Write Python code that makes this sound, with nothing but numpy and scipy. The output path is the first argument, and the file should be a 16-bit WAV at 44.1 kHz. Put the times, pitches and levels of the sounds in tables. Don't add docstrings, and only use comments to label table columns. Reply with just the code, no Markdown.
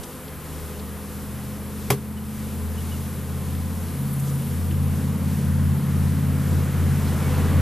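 import sys
import numpy as np
from scipy import signal
from scipy.fft import rfft, irfft
from scipy.io import wavfile
from scipy.ndimage import uniform_filter1d, map_coordinates

SR = 44100
rng = np.random.default_rng(int(sys.argv[2]) if len(sys.argv) > 2 else 0)


def convert_level_to_amplitude(level_db):
    exponent = np.asarray(level_db, float) / 20
    return 10 ** exponent


def transcribe(signal):
    frames = np.atleast_2d(signal).T
    limited = np.clip(frames, -1, 1)
    pcm = np.round(limited * 32767).astype(np.int16)
    wavfile.write(sys.argv[1], SR, pcm)


N = 335592

# (time [s], speed [turns/min])
ENGINE_RPM = [(0.0, 1835), (0.4, 1850), (0.8, 1880), (1.6, 1923), (2.4, 1979), (3.2, 2022), (4.0, 2072),
              (4.8, 2083), (5.2, 2106), (5.6, 2121), (6.0, 2095), (6.4, 2100), (6.8, 2091), (6.95, 2083),
              (7.1, 2040), (7.61, 2067)]
# (time [s], level [dB])
NEARNESS = [(0, -24), (1, -14.5), (2, -10.5), (3, -9), (4, -5.5), (5, -2.5), (6, -0.9), (7, -1.9),
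            (7.61, 0.7)]


def engine():
    cycle_hz = curves(ENGINE_RPM)[0] / 120
    turn_rad = 2 * np.pi * np.cumsum(cycle_hz) / SR
    near_db = curves(NEARNESS)[0]
    strong = strong_orders(cycle_hz, turn_rad, near_db)
    middle = middle_orders(cycle_hz, turn_rad, near_db)
    return np.sqrt(2) * (weak_orders(turn_rad) + strong + middle)


STRONG_ORDERS = {5: (-23.5, 1.05), 8: (-24.5, 1.38), 12: (-37, 1), 13: (-38.5, 0.42)}
# (time [s], level [dB], half-width [s])
PATHS_5 = [(.06, -11, 0.16), (.52, 5, 0.55), (2.36, -5, 0.049), (2.74, 5.5, 0.19), (3.66, 4.5, 0.14),
           (4.15, -8, .2), (4.42, -9, .05), (4.76, 4, .15), (5.0, -3.5, .05), (5.18, -3, 0.031),
           (5.42, -6.5, 0.039), (5.58, 2.5, .16), (5.82, -9, .06), (6.23, -5, 0.035), (6.44, -4, 0.037),
           (6.57, 4.5, 0.084), (6.72, -5, .04), (6.86, 3, 0.08), (7.18, -4, 0.063), (7.62, 6.5, 0.17)]
PATHS_8 = [(1.04, -8, 0.14), (1.44, 4, 0.29), (2.68, -4, 0.1), (3.82, -11, 0.11), (4.18, 6, 0.27),
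           (4.44, 1, 0.07), (4.62, -11, 0.07), (4.8, 3, 0.11), (5.02, -4.1, 0.022), (5.2, -7.5, 0.03),
           (5.66, 3.5, 0.15), (6.94, 5.5, 0.055), (7.12, -3.1, 0.13), (7.46, -5, 0.085)]
PATHS_12 = [(1.08, -18, 0.3), (3.36, 6.5, 0.46), (3.92, -20, 0.085), (4.04, 8, 0.087), (4.46, -20, 0.095),
            (5.52, 2.5, 0.31), (6.72, -5, 0.14)]
PATHS_13 = [(0.58, -13, 0.1), (0.9, 3.5, 0.45), (2.56, 3, 1), (3.36, -8.5, 0.17), (4.18, -4, 0.14),
            (4.44, 6.5, 0.085), (4.8, 3.4, 0.054), (6.62, -4, 0.18), (7.3, 2, 0.45)]
BOX_HZ, BOX_WIDTH_HZ, BOX_DB = 211.4, 6.6, 7
FLUTTER_DB, FLUTTER_PER_S = 1, 6.5
WANDER_RAD, WANDER_PER_S = .25, 2.484
ECHO_DB, ECHO_FLAT_SHARE, ECHO_START_RAD = -17, .0421, .3


def strong_orders(cycle_hz, turn_rad, near_db):
    paths = PATHS_5, PATHS_8, PATHS_12, PATHS_13
    flutters = drift(FLUTTER_PER_S, count=4)
    slips = drift(WANDER_PER_S, count=4)
    out = np.zeros(N)
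    for (k, (db, growth)), rows, flutter, slip in zip(STRONG_ORDERS.items(), paths, flutters, slips):
        box_db = BOX_DB * np.exp(-((k * cycle_hz - BOX_HZ) / BOX_WIDTH_HZ) ** 2)
        level_db = db + growth * near_db + box_db + swells(rows) + FLUTTER_DB * flutter
        direct = order(k, turn_rad, WANDER_RAD * slip)
        echo = convert_level_to_amplitude(ECHO_DB) * order(k, (1 - ECHO_FLAT_SHARE) * turn_rad, ECHO_START_RAD + slip)
        out += convert_level_to_amplitude(level_db) * (direct + echo)
    return out


# (order, level [dB])
MIDDLE_ORDERS = [(9, -7), (10, 0), (11, -5), (15, -7)]
MIDDLE_DB, MIDDLE_GROWTH, NINTH_GROWTH = -31.5, 1.255, .7
SHED_HZ, SHED_WIDTH_HZ, SHED_DB = 153.3, 3.2, 16


def middle_orders(cycle_hz, turn_rad, near_db):
    pack = orders(MIDDLE_ORDERS, turn_rad)
    pack[0] *= convert_level_to_amplitude(NINTH_GROWTH * approach_db())
    pack[1] *= 1 + convert_level_to_amplitude(SHED_DB) * np.exp(-((10 * cycle_hz - SHED_HZ) / SHED_WIDTH_HZ) ** 2)
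    return convert_level_to_amplitude(MIDDLE_DB + MIDDLE_GROWTH * near_db) * sum(pack)


# (order, level [dB])
WEAK_ORDERS = [(2, -13), (3, -15), (6, -6), (7, -10), (14, -6), (16, -7), (17, -11), (19, -14), (22, -16)]
# (time [s], level [dB], half-width [s])
LAST_BLOOM = [(7.5, 8, 0.14)]


def weak_orders(turn_rad):
    return convert_level_to_amplitude(approach_db() - 49 + swells(LAST_BLOOM)) * sum(orders(WEAK_ORDERS, turn_rad))


def orders(table, turn_rad):
    fades = drift(3.0, count=len(table))
    return [convert_level_to_amplitude(db + 1.8 * fade) * order(k, turn_rad, .2 * fade) for (k, db), fade in zip(table, fades)]


def order(k, turn_rad, wander_rad=0):
    smear_rad = -.19 * (k - 8) ** 2
    return np.cos(k * turn_rad + .6 * (k % 2) + smear_rad + wander_rad)


# (frequency [Hz], density [dB per Hz])
ROAR_SPECTRUM = [(200, -4), (300, -4), (460, -5.5), (680, -11), (1400, -11), (1900, -14), (2500, -20),
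                 (4000, -29), (6000, -45), (9000, -62)]
# (frequency [Hz], density [dB per Hz])
RUMBLE_SPECTRUM = [(12, -28), (22, -12), (35, -3), (50, -4), (65, -5), (100, -6), (200, -7), (280, -5),
                   (380, -9), (480, -25)]
FAR_ROAR_DB, NEAR_ROAR_DB, CLOSING_DB_PER_S = -43, -32.5, 5
RUMBLE_DB, RUMBLE_GROWTH = -42.5, 0.52


def road():
    lumps = convert_level_to_amplitude(1.63 * drift(6.0, count=1)[0])
    rumble = evened(colour(rng.standard_normal(N), RUMBLE_SPECTRUM)) * lumps
    roar = convert_level_to_amplitude(FAR_ROAR_DB + approach_db()) * patchy(ROAR_SPECTRUM, 1.0)
    return roar + convert_level_to_amplitude(RUMBLE_DB + RUMBLE_GROWTH * approach_db()) * rumble


def approach_db():
    near_db = NEAR_ROAR_DB - FAR_ROAR_DB - CLOSING_DB_PER_S * np.arange(N)[::-1] / SR
    return 10 * np.log10(1 + convert_level_to_amplitude(2 * near_db))


# (frequency [Hz], density [dB per Hz])
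SWARM_SPECTRUM = [(200, -29), (280, 8), (350, -29), (400, -1.5), (500, -1), (650, -13), (950, -9),
                  (1220, -11), (1600, -30.5), (2200, -20.5), (3200, -22), (6000, -37)]
# (time [s], level [dB], half-width [s])
STIRS = [(4.2, 1, 0.97), (5.3, 1, 0.19), (7.42, 7, 0.29)]
SWARM_DB, SWARM_GROWTH = -44, 0.26


def swarm(count=22):
    harmonic = np.arange(1, 25)[:, None]
    out, cells = np.zeros(N), 1024
    for pitch, near in zip(drift(5.0, count=count), drift(3.0, count=count)):
        phase_turns = harmonic * np.arange(cells) / cells + rng.random(harmonic.shape)
        beat = np.cos(2 * np.pi * phase_turns).sum(0)
        wing_hz = rng.uniform(200, 265) * (1 + .03 * pitch)
        cell = (np.cumsum(wing_hz) / SR * cells).astype(int) % cells
        out += convert_level_to_amplitude(3.56 * near) * beat[cell]
    out = evened(out) + .5 * rng.standard_normal(N)
    level_db = SWARM_DB + SWARM_GROWTH * approach_db() + swells(STIRS)
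    return convert_level_to_amplitude(level_db) * evened(colour(out, SWARM_SPECTRUM))


# (frequency [Hz], level [dB], t60 [s])
FRAME_MODES = [(136, -1, .2), (182, -6, .17), (215, -11, .14), (285, -13, .13), (403, -4, .17),
               (465, -11, .12), (560, -11, .14), (752, -20, .11), (1020, -14, .13), (1140, -16, .13),
               (1266, -21, .11), (1885, -22, .07), (2106, -25, .1), (2406, -25, .09), (2743, -22, .08),
               (3093, -25, .09), (3278, -25, .1), (3430, -24, .09), (3830, -23, .06), (4943, -17, .07)]
# (frequency [Hz], density [dB per Hz])
CRACK_SPECTRUM = [(400, -31), (700, -2), (1500, -10), (2900, -8), (4000, -10.5), (6200, -15), (8500, -15),
                  (11600, -10), (14300, -16)]
KNOCK_S, KNOCK_DB = 1.902, -12
BOUNCE_S, BOUNCE_DB = .024, -4


def knock():
    t, out = np.arange(SR // 4) / SR, np.zeros(N)
    rise = np.clip(t / 0.0026, 0, 1)
    modes = [convert_level_to_amplitude(db - 60 * t / t60) * np.sin(2 * np.pi * hz * t) for hz, db, t60 in FRAME_MODES]
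    ring = rise * sum(modes)
    chatter = convert_level_to_amplitude(-8) * np.clip(t / .0015, 0, 1) * np.exp(-(t / .006) ** 3)
    splash = convert_level_to_amplitude(-7 - 60 * t / 0.12) * rise
    crack = evened(colour(rng.standard_normal(len(t)), CRACK_SPECTRUM)) * (chatter + splash)
    add(out, KNOCK_S, convert_level_to_amplitude(KNOCK_DB) * (ring + crack))
    add(out, KNOCK_S + BOUNCE_S, convert_level_to_amplitude(KNOCK_DB + BOUNCE_DB) * uniform_filter1d(ring, size=30))
    return out


# (time [s], length [s], start [Hz], end [Hz], level [dB])
CHIRP_EVENTS = [
    (2.163, 0.038, 3070, 2880, -45),
    (2.77, .035, 2980, 2950, -43),
    (2.905, .04, 2890, 3000, -41),
    (2.925, 0.04, 3000, 2650, -48),
    (4.679, .08, 330, 323, -33),
    (7.057, .11, 2900, 2900, -50),
    (7.19, .14, 2240, 2254, -47),
    (7.297, .1, 2640, 2650, -47),
]


def chirps():
    out = np.zeros(N)
    for s, length_s, start_hz, end_hz, db in CHIRP_EVENTS:
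        hz = np.linspace(start_hz, end_hz, round(length_s * SR))
        rough = evened(uniform_filter1d(rng.standard_normal(8192), size=120))
        grain = 1 + 0.29 * rough[:len(hz)]
        tone = np.sin(2 * np.pi * np.cumsum(hz) / SR)
        add(out, s, convert_level_to_amplitude(db) * grain * np.hanning(len(hz)) * tone)
    return out


# (time [s], length [s], centre [Hz], width [Hz], level [dB])
RUSTLE_EVENTS = [
    (.03, 0.019, 5960, 5400, -40),
    (.275, 0.014, 3500, 2000, -46),
    (0.788, .018, 4200, 1500, -47),
    (3.548, .008, 3000, 1500, -46),
    (3.88, .015, 4300, 1000, -48),
    (4.125, .025, 11500, 3500, -41),
    (4.192, 0.017, 10000, 4000, -41),
    (4.25, .07, 6500, 3500, -47),
    (4.708, 0.012, 2800, 900, -40),
    (7.069, 0.025, 3500, 2500, -44),
]


def rustles():
    out = np.zeros(N)
    hz = np.fft.rfftfreq(8192, 1 / SR)
    for s, length_s, centre_hz, width_hz, db in RUSTLE_EVENTS:
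        band = np.exp(-((hz - centre_hz) / width_hz) ** 2)
        puff = evened(irfft(rfft(rng.standard_normal(8192)) * band))
        length = round(length_s * SR)
        add(out, s, convert_level_to_amplitude(db) * puff[:length] * signal.windows.tukey(length, .6))
    return out


def shed(x, t60_s=0.14):
    t = np.arange(SR // 3) / SR
    tail = rng.standard_normal(len(t)) * convert_level_to_amplitude(-60 * t / t60_s)
    return signal.oaconvolve(x, tail / np.linalg.norm(tail))[:N]


# (frequency [Hz], density [dB per Hz])
HISS_SPECTRUM = [(1500, -36), (3000, -10.5), (4500, -13.5), (6000, -14.5), (8000, -10), (10000, -5.5),
                 (11500, -2), (12800, -4), (14300, -11.5)]
# (time [s], level [dB], half-width [s])
FABRIC_SWISH = [(.03, 1, .15), (2.84, 1, 0.33), (4.3, 4, 0.51)]
HISS_DB, HISS_GROWTH = -46.5, 0.052


def hiss():
    level_db = HISS_DB + HISS_GROWTH * approach_db() + swells(FABRIC_SWISH)
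    return convert_level_to_amplitude(level_db) * patchy(HISS_SPECTRUM, 1.0)


# (frequency [Hz], level [dB])
UNLIKE_SHARE = [(25, -9), (60, -24), (300, -23), (900, -22), (1800, -24), (3500, -22), (5000, -15),
                (7000, -6), (10000, -3), (14000, -3)]
# (frequency [Hz], level [dB])
LEVEL_LEAN = [(25, 3.5), (60, 1.6), (150, .5), (370, 0), (2300, 0), (5800, .6), (9000, 2.3), (14300, 2.7)]
# (frequency [Hz], phase [rad])
PHASE_LEAD = [(30, -1.9), (90, -0.41), (160, -0.24), (300, -0.24), (1000, 0.17)]


def ports(mid, unlike):
    hz = np.fft.rfftfreq(N, 1 / SR)
    mid, side = rfft(mid), rfft(unlike) * convert_level_to_amplitude(read(UNLIKE_SHARE, hz))
    lean = convert_level_to_amplitude(read(LEVEL_LEAN, hz) / 2) * np.exp(.5j * read(PHASE_LEAD, hz))
    return irfft(np.array([(mid + side) * lean, (mid - side) / lean]), N)


def patchy(tone, patch_db):
    frames, hz = N // 256 + 5, np.fft.rfftfreq(1024, 1 / SR)
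    a, b, patches = rng.standard_normal((frames, 513, 3)).T
    patches = evened(uniform_filter1d(uniform_filter1d(patches, 12, 0), 14, 1))
    z = (a + 1j * b) * convert_level_to_amplitude(read(tone, hz)[:, None] + patch_db * patches)
    return evened(signal.istft(z, nperseg=1024, noverlap=768)[1][:N])


def colour(x, tone):
    gain = convert_level_to_amplitude(read(tone, np.fft.rfftfreq(x.shape[-1], 1 / SR)))
    return irfft(rfft(x) * gain, x.shape[-1])


def drift(per_s, count):
    knots = rng.standard_normal((count, 400))
    at = np.arange(0, N + 256, 256) / SR * per_s
    slow = [map_coordinates(k, [at + 2], order=3) for k in knots]
    return [np.interp(np.arange(N) / 256, np.arange(len(at)), c) for c in slow]


def swells(rows):
    t = np.arange(N) / SR
    return sum(db * np.exp(-((t - s) / half_s) ** 2) for s, db, half_s in rows)


def curves(rows):
    s, *columns = np.transpose(rows)
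    return [np.interp(np.arange(N) / SR, s, c) for c in columns]


def read(points, hz):
    f, value = np.transpose(points)
    return np.interp(np.log(hz + 1), np.log(f + 1), value)


def evened(x):
    return x / np.sqrt(np.mean(x ** 2) + 1e-20)


def add(mix, s, sound):
    part = mix[round(s * SR):][:len(sound)]
    part += sound[:len(part)]


def scene():
    vehicle = engine()
    air = road() + swarm() + knock() + chirps() + rustles()
    return ports(vehicle + air + hiss(), shed(air) + hiss())


def band_limit(x):
    return signal.sosfilt(signal.butter(12, 14940, fs=SR, output="sos"), x)


DUCK_DB, DUCK_AFTER_S, RECOVER_S = -2.5, 0.044, 0.37
EDGE_HZ = 14290


def record(dry):
    after_s = np.arange(N) / SR - KNOCK_S - DUCK_AFTER_S
    dip = np.clip(after_s / .01, 0, 1) * np.exp(-(after_s / RECOVER_S) ** 2)
    ducked = dry * convert_level_to_amplitude(DUCK_DB * dip)
    edge = signal.firwin(2047, EDGE_HZ, window=("kaiser", 8), fs=SR)
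    mix = signal.oaconvolve(ducked, edge[None], "same")
    return band_limit(mix)


dry = scene()
out = record(dry)
transcribe(out)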